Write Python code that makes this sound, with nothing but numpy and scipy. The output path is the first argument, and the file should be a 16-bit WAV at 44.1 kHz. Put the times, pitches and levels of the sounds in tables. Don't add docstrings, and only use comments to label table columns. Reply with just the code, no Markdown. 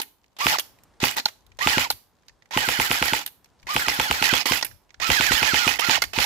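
import sys
import numpy as np
from scipy import signal
from scipy.fft import rfft, irfft
from scipy.io import wavfile
from scipy.ndimage import uniform_filter1d

SR = 44100
rng = np.random.default_rng(int(sys.argv[2]) if len(sys.argv) > 2 else 0)


def to_wav(s):
    ch = np.atleast_2d(s).T
    pcm = np.round(np.clip(ch, -1, 1) * 32767)
    wavfile.write(sys.argv[1], SR, pcm.astype(np.int16))


def natural_amplitude(level_db):
    exponent = np.asarray(level_db, float) / 20
    return 10 ** exponent


N = 275625
T = np.arange(N) / SR

# start in seconds, peak in dB, thump in dB.
SHOTS = [(0.466, -1.5, -3), (1.0376, -3, 4), (1.6712, -1, -3), (1.7799, -3.5, 3.5), (2.5727, -3, 1),
         (2.6864, -4.5, -6), (2.798, -3.5, -3), (2.9123, -3.5, -2), (3.0241, -3, -2), (3.1329, -3.5, -2),
         (3.7628, -2.5, -4.5), (3.882, -3.5, -10), (3.997, -3.5, -3.5), (4.11, -3, -5.5), (4.2236, -4, -5),
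         (4.3358, -3, 2), (4.5189, -4, 1), (5.1006, -3, -1), (5.2075, -5, 0), (5.3168, -4.5, 1.5),
         (5.428, -3.5, -5.5), (5.5418, -5.5, 2.5), (5.676, -5, 2.5), (5.894, -4.5, 1), (6.1853, -4.5, -2)]
# start and end in seconds, rattle at the right port in dB, treble in dB,
# sag while coasting in dB.
PULLS = [(0.382, 0.579, -17, -19, 1), (1.003, 1.168, -15, -16, -17), (1.156, 1.208, -17.5, -18, 6),
         (1.592, 1.887, -17.5, -18.5, -7), (2.509, 3.25, -21.5, -17.5, -6.5),
         (3.667, 4.442, -21.5, -18, -2), (4.45, 4.628, -22, -15, -9), (5.002, 5.791, -23, -17, -6.5),
         (5.781, 5.998, -22.5, -20.5, 2), (6.131, 6.299, -23.5, -16, 2.5)]
SHOT_S = np.array(SHOTS)[:, 0]
POP_S = SHOT_S + 0.0014
GRIP_REST_DB = -4.5


def colour(x, table):
    hz, db = np.transpose(table)
    f = np.arange(x.shape[-1] // 2 + 1) * SR / x.shape[-1] + 1
    gain = natural_amplitude(np.interp(np.log(f), np.log(hz), db))
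    return irfft(rfft(x) * gain, x.shape[-1])


def unit(x):
    return x / np.sqrt(np.mean(x ** 2))


def walk(rate):
    hold = int(SR / rate)
    steps = np.repeat(rng.standard_normal(N // hold + 1), hold)
    return 1.46 * uniform_filter1d(steps, hold)[:N]


def ring(x, hz, width):
    return signal.lfilter(*signal.iirpeak(hz, hz / width, SR), x)


def add(out, s, sound):
    i = int(round(s * SR))
    sound, i = sound[:, max(-i, 0):], max(i, 0)
    out[:, i:i + sound.shape[1]] += sound[:, :N - i]


def grip():
    # time in seconds, left minus right in dB.
    shading = [(0, -3), (1.3, -4), (2.5, -6), (4.2, -3.5), (4.26, -11.5), (5.0, -12.5), (6.25, -12)]
    return np.interp(T, *np.transpose(shading))


def ports(near, other, alike, pan_db):
    lag = 14
    alike = np.clip(alike, 0, 1)
    left = alike * np.roll(near, lag) + np.sqrt(1 - alike ** 2) * other
    return np.array([left * natural_amplitude(pan_db), near])


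def shots():
    # time from the pop in ms, pitch in Hz, length in ms, left gain, right gain.
    puffs = [(-7.9, 200, .8, -.07, -.1), (-6.2, 160, 1.2, .11, .17), (0, 2500, .24, .45, .15),
             (.19, 2550, .3, -.2, -.75), (0, 6500, .07, .46, .32), (.45, 5000, .14, -.2, .12),
             (2.25, 1150, .55, -.08, -.36), (3.0, 1100, .7, .15, .03), (7.9, 3000, .15, .2, .02),
             (13.6, 2500, .2, -.12, .16), (18.3, 2600, .5, .05, -.22), (-4.6, 480, 1.2, -.04, -.06),
             (31, 450, .8, .03, .05), (31.5, 1500, .5, .05, .1), (7.5, 830, 2.8, .05, .075),
             (.1, 12000, .05, .16, .12)]
    # pitch in Hz, level in dB, t60 in seconds.
    body_modes = [(67, -31.5, 0.13), (142, -32, 0.082), (270, -44.5, 0.33), (316, -35.5, 0.11),
                  (500, -20, 0.03), (850, -19, 0.04), (980, -24, 0.03), (1300, -16, 0.028)]
    out, ms = np.zeros((2, N)), np.arange(-441, 8000) / SR * 1000
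    shade_db = grip()
    late = np.maximum(ms - 1.6, 0) / 1000
    for (s, db, thump_db), pop_s, vary in zip(SHOTS, POP_S, rng.standard_normal((len(SHOTS), 20))):
        pop = 0
        for (at, hz, length, left, right), v in zip(puffs, vary):
            wave = np.cos(2 * np.pi * hz * (ms - at) / 1000) * np.exp(-((ms - at) / length) ** 2)
            early_db = thump_db if at < -1 else 0
            pop = pop + natural_amplitude(0.7 * v + early_db) * np.outer([left, right], wave)
        body = 0
        for (hz, mode_db, t60), v in zip(body_modes, vary[10:]):
            tone = np.sin(2 * np.pi * hz * (1 + 0.043 * v) * late)
            body = body + natural_amplitude(mode_db + 2 * v) * tone * 1000 ** (-late / t60)
        pop[0] *= natural_amplitude(0.051 * (shade_db[int(s * SR)] - 3.0))
        both = pop + ports(body, np.roll(body, 140), 1.0, -3.0)
        add(out, pop_s - 441 / SR, natural_amplitude(db + 3.5) * both)
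    return out


def pulls():
    # seconds after the start, rattle in dB, treble in dB.
    start = [
        (0, -49.5, -6.5),
        (.008, -10.5, -12),
        (.026, 1, -6.5),
        (.07, 0.5, -1),
        (.12, 1, 0),
    ]
    # seconds before the end, rattle in dB, treble in dB.
    stop = [
        (0, -41.5, 4.5),
        (.008, -8.5, -2.5),
        (0.031, 0.5, 0),
    ]
    level_db, treble_db = np.full(N, -90.), np.zeros(N)
    s0, up_db, up_treble = np.transpose(start)
    s1, down_db, down_treble = np.transpose(stop)
    for t0, t1, db, high_db, sag_db in PULLS:
        on = (T >= t0) & (T < t1)
        t, last = T[on], max(SHOT_S[SHOT_S < t1][-1], t0)
        edges_db = np.interp(t - t0, s0, up_db) + np.interp(t1 - t, s1, down_db)
        level_db[on] = db + edges_db + np.interp(t, [last, t1], [0, sag_db])
        treble_db[on] = high_db + np.interp(t - t0, s0, up_treble) + np.interp(t1 - t, s1, down_treble)
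    cupped_db = GRIP_REST_DB - grip()
    return level_db + 0.99 * cupped_db, treble_db - 0.62 * cupped_db


def spins():
    # start in seconds, start, middle and end in Hz, level in dB.
    windups = [(.405, 850, 1140, 1130, -22), (1.173, 860, 900, 870, -27), (1.603, 820, 1150, 1210, -23),
               (2.533, 860, 1030, 1050, -25), (3.683, 830, 1200, 1120, -25), (4.483, 900, 1030, 1060, -22),
               (5.016, 820, 1310, 1240, -21.5), (5.583, 1330, 1430, 1150, -23),
               (5.812, 880, 1370, 1330, -22.5), (6.148, 700, 880, 930, -27.5)]
    # start in seconds, middle and end in Hz, level in dB.
    coasts = [(.49, 1800, 650, -24.5), (1.8, 1300, 850, -29), (4.37, 1300, 600, -31),
              (5.94, 1400, 500, -25)]
    free_hz, slack_s, stall_s, coast_slack_s = 1900, .008, .02, .014
    ends = np.array(PULLS)[:, 1]
    after = lambda times, s: times[times > s][0]
    arcs = []
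    for s, *arc in windups:
        arcs.append((s, min(after(POP_S, s) - slack_s, after(ends, s) - stall_s), *arc))
    for s, *arc in coasts:
        arcs.append((s, after(ends, s) - coast_slack_s, free_hz, *arc))
    return arcs


def strokes(level_db):
    # seconds after a shot, seconds before the next, start, middle and end in Hz, dB over the rattle.
    stroke = (.028, .007, 1900, 1690, 1280, -6.5)
    after_s, before_s, start_hz, middle_hz, end_hz, over_db = stroke
    usual_s, law = .113, 1.4
    arcs = []
    for a, b in zip(POP_S, POP_S[1:]):
        if b - a < 1 / 8:
            lift = (usual_s / (b - a)) ** law
            db = over_db + level_db[int((a + b) / 2 * SR)]
            arcs.append((a + after_s, b - before_s, start_hz, middle_hz * lift, end_hz * lift, db))
    return arcs


def whine(level_db):
    # pitch in Hz, width in Hz, gain.
    overtone_panels = [(2030, 140, 4), (3200, 200, .7), (4300, 200, 3.5)]
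    mesh, overtones, wobble = np.zeros(N), np.zeros(N), 1 + .008 * walk(150)
    for t0, t1, a, m, b, db in spins() + strokes(level_db):
        i = slice(int(t0 * SR), int(t1 * SR))
        u = np.linspace(0, 1, len(wobble[i]))
        u = u ** (.7 if m > a + 200 else 1)
        hz = a + (4 * m - 3 * a - b) * u + 2 * (a + b - 2 * m) * u ** 2
        turn = 2 * np.pi * np.cumsum(hz * wobble[i]) / SR
        load = natural_amplitude(db) * np.sin(np.pi * u) ** .3 * (.6 + .85 * u)
        mesh[i] += load * np.sin(turn)
        upper = .14 * np.sin(2 * turn) + .16 * u * np.sin(3 * turn) + .05 * np.sin(4 * turn)
        overtones[i] += load * upper
    swells = 0
    for hz, width, gain in overtone_panels:
        swells = swells + gain * natural_amplitude(2.3 * walk(110)) * ring(overtones, hz, width)
    return (mesh + overtones + swells) * natural_amplitude(1.8 * walk(70))


def teeth():
    # pitch in Hz, width in Hz, level in dB.
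    case_panels = [(1404, 100, -1.5), (1948, 110, 3), (2530, 38, 0.5), (2960, 42, 5), (3416, 25, 1.5),
                   (4090, 25, -3.5), (4370, 39, -1.5), (4850, 260, -11.5), (5190, 510, -5)]
    # frequency in Hz, level in dB per Hz.
    rattle_colour = [(59, -49), (100, -18), (621, -17), (872, -6), (991, -10.5), (1310, -10), (1650, -8),
                     (2470, -2), (2690, -5), (4290, -7.5), (8640, -14), (12400, -18.5), (16000, -21.5)]
    knocks = rng.standard_normal(N) * natural_amplitude(2.64 * walk(900) + 1.0 * walk(130))
    panels = 0
    for hz, width, db in case_panels:
        rung = ring(knocks * natural_amplitude(3.8 * walk(130)), hz, width)
        shifted = np.arange(N) + np.cumsum(.025 * walk(45))
        panels = panels + natural_amplitude(db) * np.interp(shifted, np.arange(N), rung)
    rattle = colour(natural_amplitude(-3) * knocks + panels, rattle_colour)
    low = colour(rattle, [(7000, 0), (9000, -40)])
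    high = sum(natural_amplitude(2.45 * walk(45)) * ring(rattle - low, hz, 1700) for hz in (7200, 11600, 13200, 15100))
    return unit(low), unit(high * natural_amplitude(1.2 * walk(300)))


def gearbox():
    # time after the pop in ms, level in dB, extra treble in dB, hum of the spring guide in dB.
    cycle = [(0, 8, 1, -7), (10.7, 0.5, 0.5, -3.5), (14.7, 7.5, 4.5, -1.5), (28, 3, 1.5, -23),
             (28.2, 5, 3, -13), (42, 4.5, 1, 1), (59, 3.5, 1.5, 4.5), (90.5, -1.5, -3, -6),
             (123, 3, -2, 0.5)]
    # pitch in Hz, width in Hz, level in dB.
    guide = (850, 115, -17)
    # pitch in Hz, width in Hz, level in dB.
    sector = (1800, 450, -10)
    # time after the pop in ms, level in dB.
    grind_cycle = [
        (24, -28),
        (31, 0.5),
        (46, -4.5),
        (66, -18),
        (80, -31.5),
    ]
    # frequency in Hz, level in dB.
    left_path = [(1500, 2), (2100, -3.5), (3000, -4), (4200, 1), (7000, -1)]
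    release_ms, release_db = 2.4, -1.5
    left_flare = 1.5
    level_db, treble_db = pulls()
    shade_db = grip()
    coming = np.searchsorted(POP_S, T)
    since = 1000 * (T - POP_S[np.maximum(coming - 1, 0)])
    until = 1000 * np.abs(POP_S[np.minimum(coming, len(POP_S) - 1)] - T)
    ms, swell_db, flare_db, hum_db = np.transpose(cycle)
    swell_db = np.interp(since, ms, swell_db, 0, 0)
    flare_db = np.interp(since, ms, flare_db, 0, 0)
    hum_db = np.interp(since, ms, hum_db, -4, -7)
    gain = natural_amplitude(level_db + np.interp(until, [release_ms, release_ms + 2], [release_db, 0]))
    (low, high), (low_left, high_left) = teeth(), teeth()
    hum_gain = natural_amplitude(guide[2] + hum_db + 2.2 * walk(56) + 0.56 * (shade_db - GRIP_REST_DB))
    hum = hum_gain * unit(ring(rng.standard_normal(N), *guide[:2]))
    grind_gain = natural_amplitude(sector[2] + np.interp(since, *np.transpose(grind_cycle)) + 3.4 * walk(160))
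    grind = grind_gain * unit(ring(rng.standard_normal(N), *sector[:2]))
    tone = whine(level_db) + gain * (hum + grind)
    rattle = natural_amplitude(swell_db - 8.0) * ports(low, colour(low_left, left_path), 0.03, shade_db)
    left_high = (0.35 * high + 0.74 * high_left) * natural_amplitude((left_flare - 1) * flare_db - 1.0)
    hiss = natural_amplitude(treble_db + flare_db + 1.0) * np.array([left_high, high])
    return gain * (rattle + hiss) + ports(tone, tone, 0.94, 0.87 * shade_db)


def clicks():
    # time in seconds, peak in dB, ring in Hz, treble in dB.
    presses = [(0.363, -40, 3420, -21), (.384, -30.5, 3010, -9.5), (.999, -26.5, 4000, -19),
               (1.157, -32, 900, -22), (1.164, -18, 1970, -6), (1.171, -21.5, 4020, -12.5),
               (1.186, -23.5, 4000, -10.5), (1.586, -22.5, 2030, -23), (2.506, -26.5, 1830, -21),
               (3.666, -28, 1930, -21), (4.454, -10, 2870, -14.5), (4.997, -20, 1920, -26),
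               (5.7905, -11, 2635, -14), (6.13, -20.5, 2540, -20)]
    # time in seconds, peak in dB, ring in Hz, treble in dB, own low end in dB.
    latches = [(-.0025, -17.5, 4200, -14.5, -9.5), (.582, -14, 5430, -15.5, -15.5),
               (1.254, -13.5, 4170, -14.5, -17.5), (1.8994, -12, 4240, -7.5, -11.5),
               (3.2589, -18.5, 3490, 0, -19.5), (4.608, -20.5, 3060, -15.5, -11.5),
               (4.623, -11, 5070, -20.5, -11.5), (6.017, -8, 4850, -11.5, -13.5)]
    # time in seconds, peak in dB, ring in Hz, treble in dB.
    part_knocks = [(.013, -19, 3120, -2), (.027, -31.5, 1900, -6), (0.481, -18, 2950, -16.5),
                   (0.494, -19, 2790, -17.5), (0.566, -29, 3900, -19), (.592, -13.5, 3190, -3),
                   (1.195, -19.5, 4090, -27), (1.261, -25, 3000, -16), (1.276, -31, 3960, -14),
                   (1.282, -27, 1000, -14.5), (1.908, -18.5, 3540, 2), (3.272, -28, 3010, -6),
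                   (1.92, -29, 3500, -11), (6.024, -18, 2300, -15), (6.049, -32, 5000, -15),
                   (4.237, -12, 3000, -14), (4.35, -20, 2510, -6), (5.234, -14, 2000, -14),
                   (4.5389, -23, 3300, -22), (4.6441, -16, 2340, -1.5), (4.661, -27.5, 2100, -4),
                   (4.709, -40.5, 1590, -24), (4.253, -12, 2600, -16), (4.463, -12.5, 2100, -10),
                   (5.013, -22.5, 3560, -14), (5.765, -27, 900, -21), (5.802, -22.5, 5000, 4),
                   (5.908, -19, 2400, -17), (5.931, -16, 2020, -16), (5.947, -22, 1950, -22.5),
                   (6.216, -19, 1900, -17), (6.035, -14, 1780, -15)]
    # time in seconds, peak in dB, ring in Hz, treble in dB.
    ticks = [(0.231, -61, 5470, -22), (0.239, -53, 2220, -18.5), (.317, -66, 4020, -29),
             (.934, -58.5, 1740, -30), (.964, -61.5, 1570, -33), (1.334, -58, 6000, -20),
             (1.385, -62.5, 6000, -22), (1.404, -61.5, 6050, -18.5), (1.567, -53, 7000, -11),
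             (3.588, -58.5, 4890, -28), (3.617, -59, 6000, -10.5), (3.654, -59.5, 5000, -7),
             (.784, -50, 2240, -13.5), (0.832, -46, 7100, -3), (1.462, -48.5, 3500, -7.5),
             (1.515, -46, 2270, -30), (2.183, -60, 1516, -26), (2.23, -59, 1580, -26),
             (2.262, -60, 2070, -7.5), (2.28, -37, 4930, -21.5), (2.291, -40.5, 2030, -35),
             (2.419, -45.5, 1980, -43), (2.454, -48, 1880, -24), (3.441, -44, 5530, -15.5),
             (3.455, -49.5, 2390, -14), (3.595, -51.5, 4520, -23), (3.626, -43, 2270, -21.5),
             (4.89, -51, 3000, -36), (4.902, -41, 1900, -35.5), (4.94, -34.5, 1610, -39),
             (4.948, -68, 4000, -18)]
    # rise in seconds, t60 in seconds, low end in dB.
    kinds = [
        (.0035, 0.05, -9.5),
        (.0028, 0.031, -14),
        (.0028, 0.04, -19),
        (.0028, 0.026, -20),
    ]
    # frequency in Hz, level in dB per Hz.
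    click_colour = [(120, -42.5), (200, 1), (601, -2.5), (851, -9.5), (1910, -9.5), (3070, -11.5),
                    (4200, -10.5), (8740, -15.5), (11900, -10.5), (14300, -10.5), (16000, -21.5)]
    # pitch in Hz, width in Hz, gain.
    clack = (1680, 1000, 0.38)
    out, t, pan_db = np.zeros((2, N)), np.arange(4410) / SR, grip()
    for events, (rise, t60, kind_low_db) in zip((presses, latches, part_knocks, ticks), kinds):
        shape = np.minimum(t / rise, 1) ** 3 * 1000 ** (-np.maximum(t - rise, 0) / max(t60, .005))
        for s, db, hz, treble_db, *own_low in events:
            low_db = own_low[0] if own_low else kind_low_db
            grit = colour(rng.standard_normal((2, len(t))), click_colour)
            grit = grit + 2.2 * ring(grit, hz, hz / 5) + 3 * ring(grit, 870, 150)
            grit = grit + clack[2] * ring(grit, *clack[:2])
            grit = colour(grit, [(250, low_db + 1.0), (700, low_db + 7.0), (1000, low_db + 9.0),
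                                 (1600, 0.0086), (7000, 0.0033), (10000, treble_db + 8.0)])
            both = ports(*unit(grit), 0.089, 0.76 * pan_db[int(s * SR)])
            add(out, s + 0.0011 + .0028 - rise, natural_amplitude(db - 2.5) * shape * both)
    return out


def snaps():
    # time in seconds, tongue in dB, tongue in Hz, frame in Hz, frame in dB.
    latch_snaps = [(0.5855, -27, 5600, 1900, -30), (1.258, -6.5, 4200, 855, -18),
                   (1.904, -13.5, 4100, 856, -19), (4.627, -19.5, 5100, 1910, -22),
                   (6.0215, -13, 5000, 2097, -13.5)]
    swell_s, tongue_t60_s, fall = .0016, 0.013, .45
    frame_late_s, frame_t60_s, stock_hz = 0.0021, .03, 1420
    out, t = np.zeros((2, N)), np.arange(-441, 2600) / SR
    fade = lambda t, t60: np.exp(-(np.minimum(t, 0) / swell_s) ** 2) * 1000 ** (-np.maximum(t, 0) / t60)
    glide = 1 + fall * np.clip(-t / (2 * swell_s), 0, 1)
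    for s, db, hz, frame_hz, frame_db in latch_snaps:
        rough = rng.standard_normal((2, len(t)))
        chatter = natural_amplitude(3.0 * unit(uniform_filter1d(rough, size=24)))
        tongue = np.sin(2 * np.pi * hz * np.cumsum(glide) / SR) * chatter[0]
        tongue = natural_amplitude(db) * fade(t, tongue_t60_s) * tongue
        frame = np.sin(2 * np.pi * frame_hz * t) + .6 * np.sin(2 * np.pi * stock_hz * t)
        frame = natural_amplitude(frame_db) * fade(t - frame_late_s, frame_t60_s) * frame * chatter[1]
        add(out, s - 441 / SR, ports(tongue, -tongue, 1.0, -4.0) + np.outer([.7, 1], frame))
    return out


def tail(gun):
    t60_s, tail_db = 0.33, -16
    t = np.arange(SR // 2) / SR
    echo = colour(rng.standard_normal((2, len(t))), [(300, -2.0), (870, -10.0), (2000, -12.5), (12000, -5.0)])
    echo = echo * 1000 ** (-t / t60_s) * (t > .008)
    echo = echo / np.sqrt(np.sum(echo ** 2) / 2)
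    return natural_amplitude(tail_db) * signal.fftconvolve(gun, echo, axes=1)[:, :N]


def creaks():
    per_s, level_db, t60_s = 40, -70, 0.014
    knock = (rng.random(N) < per_s / SR) * natural_amplitude(level_db + 3.5 * rng.exponential(size=N).clip(0, 2))
    shape = signal.lfilter([1], [1, -1000 ** (-1 / SR / t60_s)], knock)
    return colour(shape * rng.standard_normal((2, N)),
                  [(1200, -24.5), (2500, 3), (7000, 5.0), (8500, -12.5), (15000, -10.5)])


def wind():
    # time in seconds, level in dB, length in seconds.
    buffets = [(1.542, -50.5, 0.12), (1.812, -41, 0.023), (2.825, -42.5, 0.027), (3.683, -55, 0.046),
               (3.652, -40, .011), (1.933, -43, .03), (2.32, -62.5, 0.046), (4.713, -43.5, 0.052),
               (5.02, -48, 0.049), (5.113, -18.5, 0.01), (5.289, -38, 0.045), (5.342, -29.5, 0.015),
               (5.771, -44, 0.071), (6.037, -39.5, 0.079), (6.199, -26.5, 0.018)]
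    push = sum(natural_amplitude(db) * np.exp(-((T - s) / length) ** 2) for s, db, length in buffets)
    air = colour(rng.standard_normal(N), [(20, 3.5), (45, -3.0), (90, -6.5), (300, -32.5), (2000, -77.5)])
    return np.outer([1.4, .1], push * unit(air))


def yard():
    # frequency in Hz, level in dB per Hz.
    yard_colour = [(15, -41), (25, 4), (354, -8.5), (754, -10), (936, -8), (1190, -14), (1700, -18),
                   (2480, -23), (3820, -24), (8830, -31.5), (13200, -43.5), (16000, -49)]
    # time in seconds, level in dB.
    swell = [(.2, -4), (.8, 2.5), (1.4, 0.5), (2.3, -3), (3.5, -1), (4.8, 0), (6.1, -4.5)]
    stirring = natural_amplitude(1.2 * np.array([walk(3.6), walk(5)]))
    mid, side = colour(rng.standard_normal((2, N)), yard_colour) * stirring
    side = colour(side, [(100, -2.5), (1000, -8)])
    return natural_amplitude(-63 + np.interp(T, *np.transpose(swell))) * unit(mid + np.outer([1, -1], side))


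def scene():
    gun = shots() + gearbox() + clicks()
    return gun + snaps() + tail(gun) + creaks() + wind() + yard()


def top_cut(x):
    return signal.sosfilt(signal.butter(12, 16840, fs=SR, output="sos"), x)


def record(dry):
    rounded = np.tanh(1.051 * dry)
    mix = colour(rounded, [(15, -38.0), (45, -1.5), (15500, 1.0), (15800, -17.5), (16600, -36.0)])
    return top_cut(mix)


dry = scene()
out = record(dry)
to_wav(out)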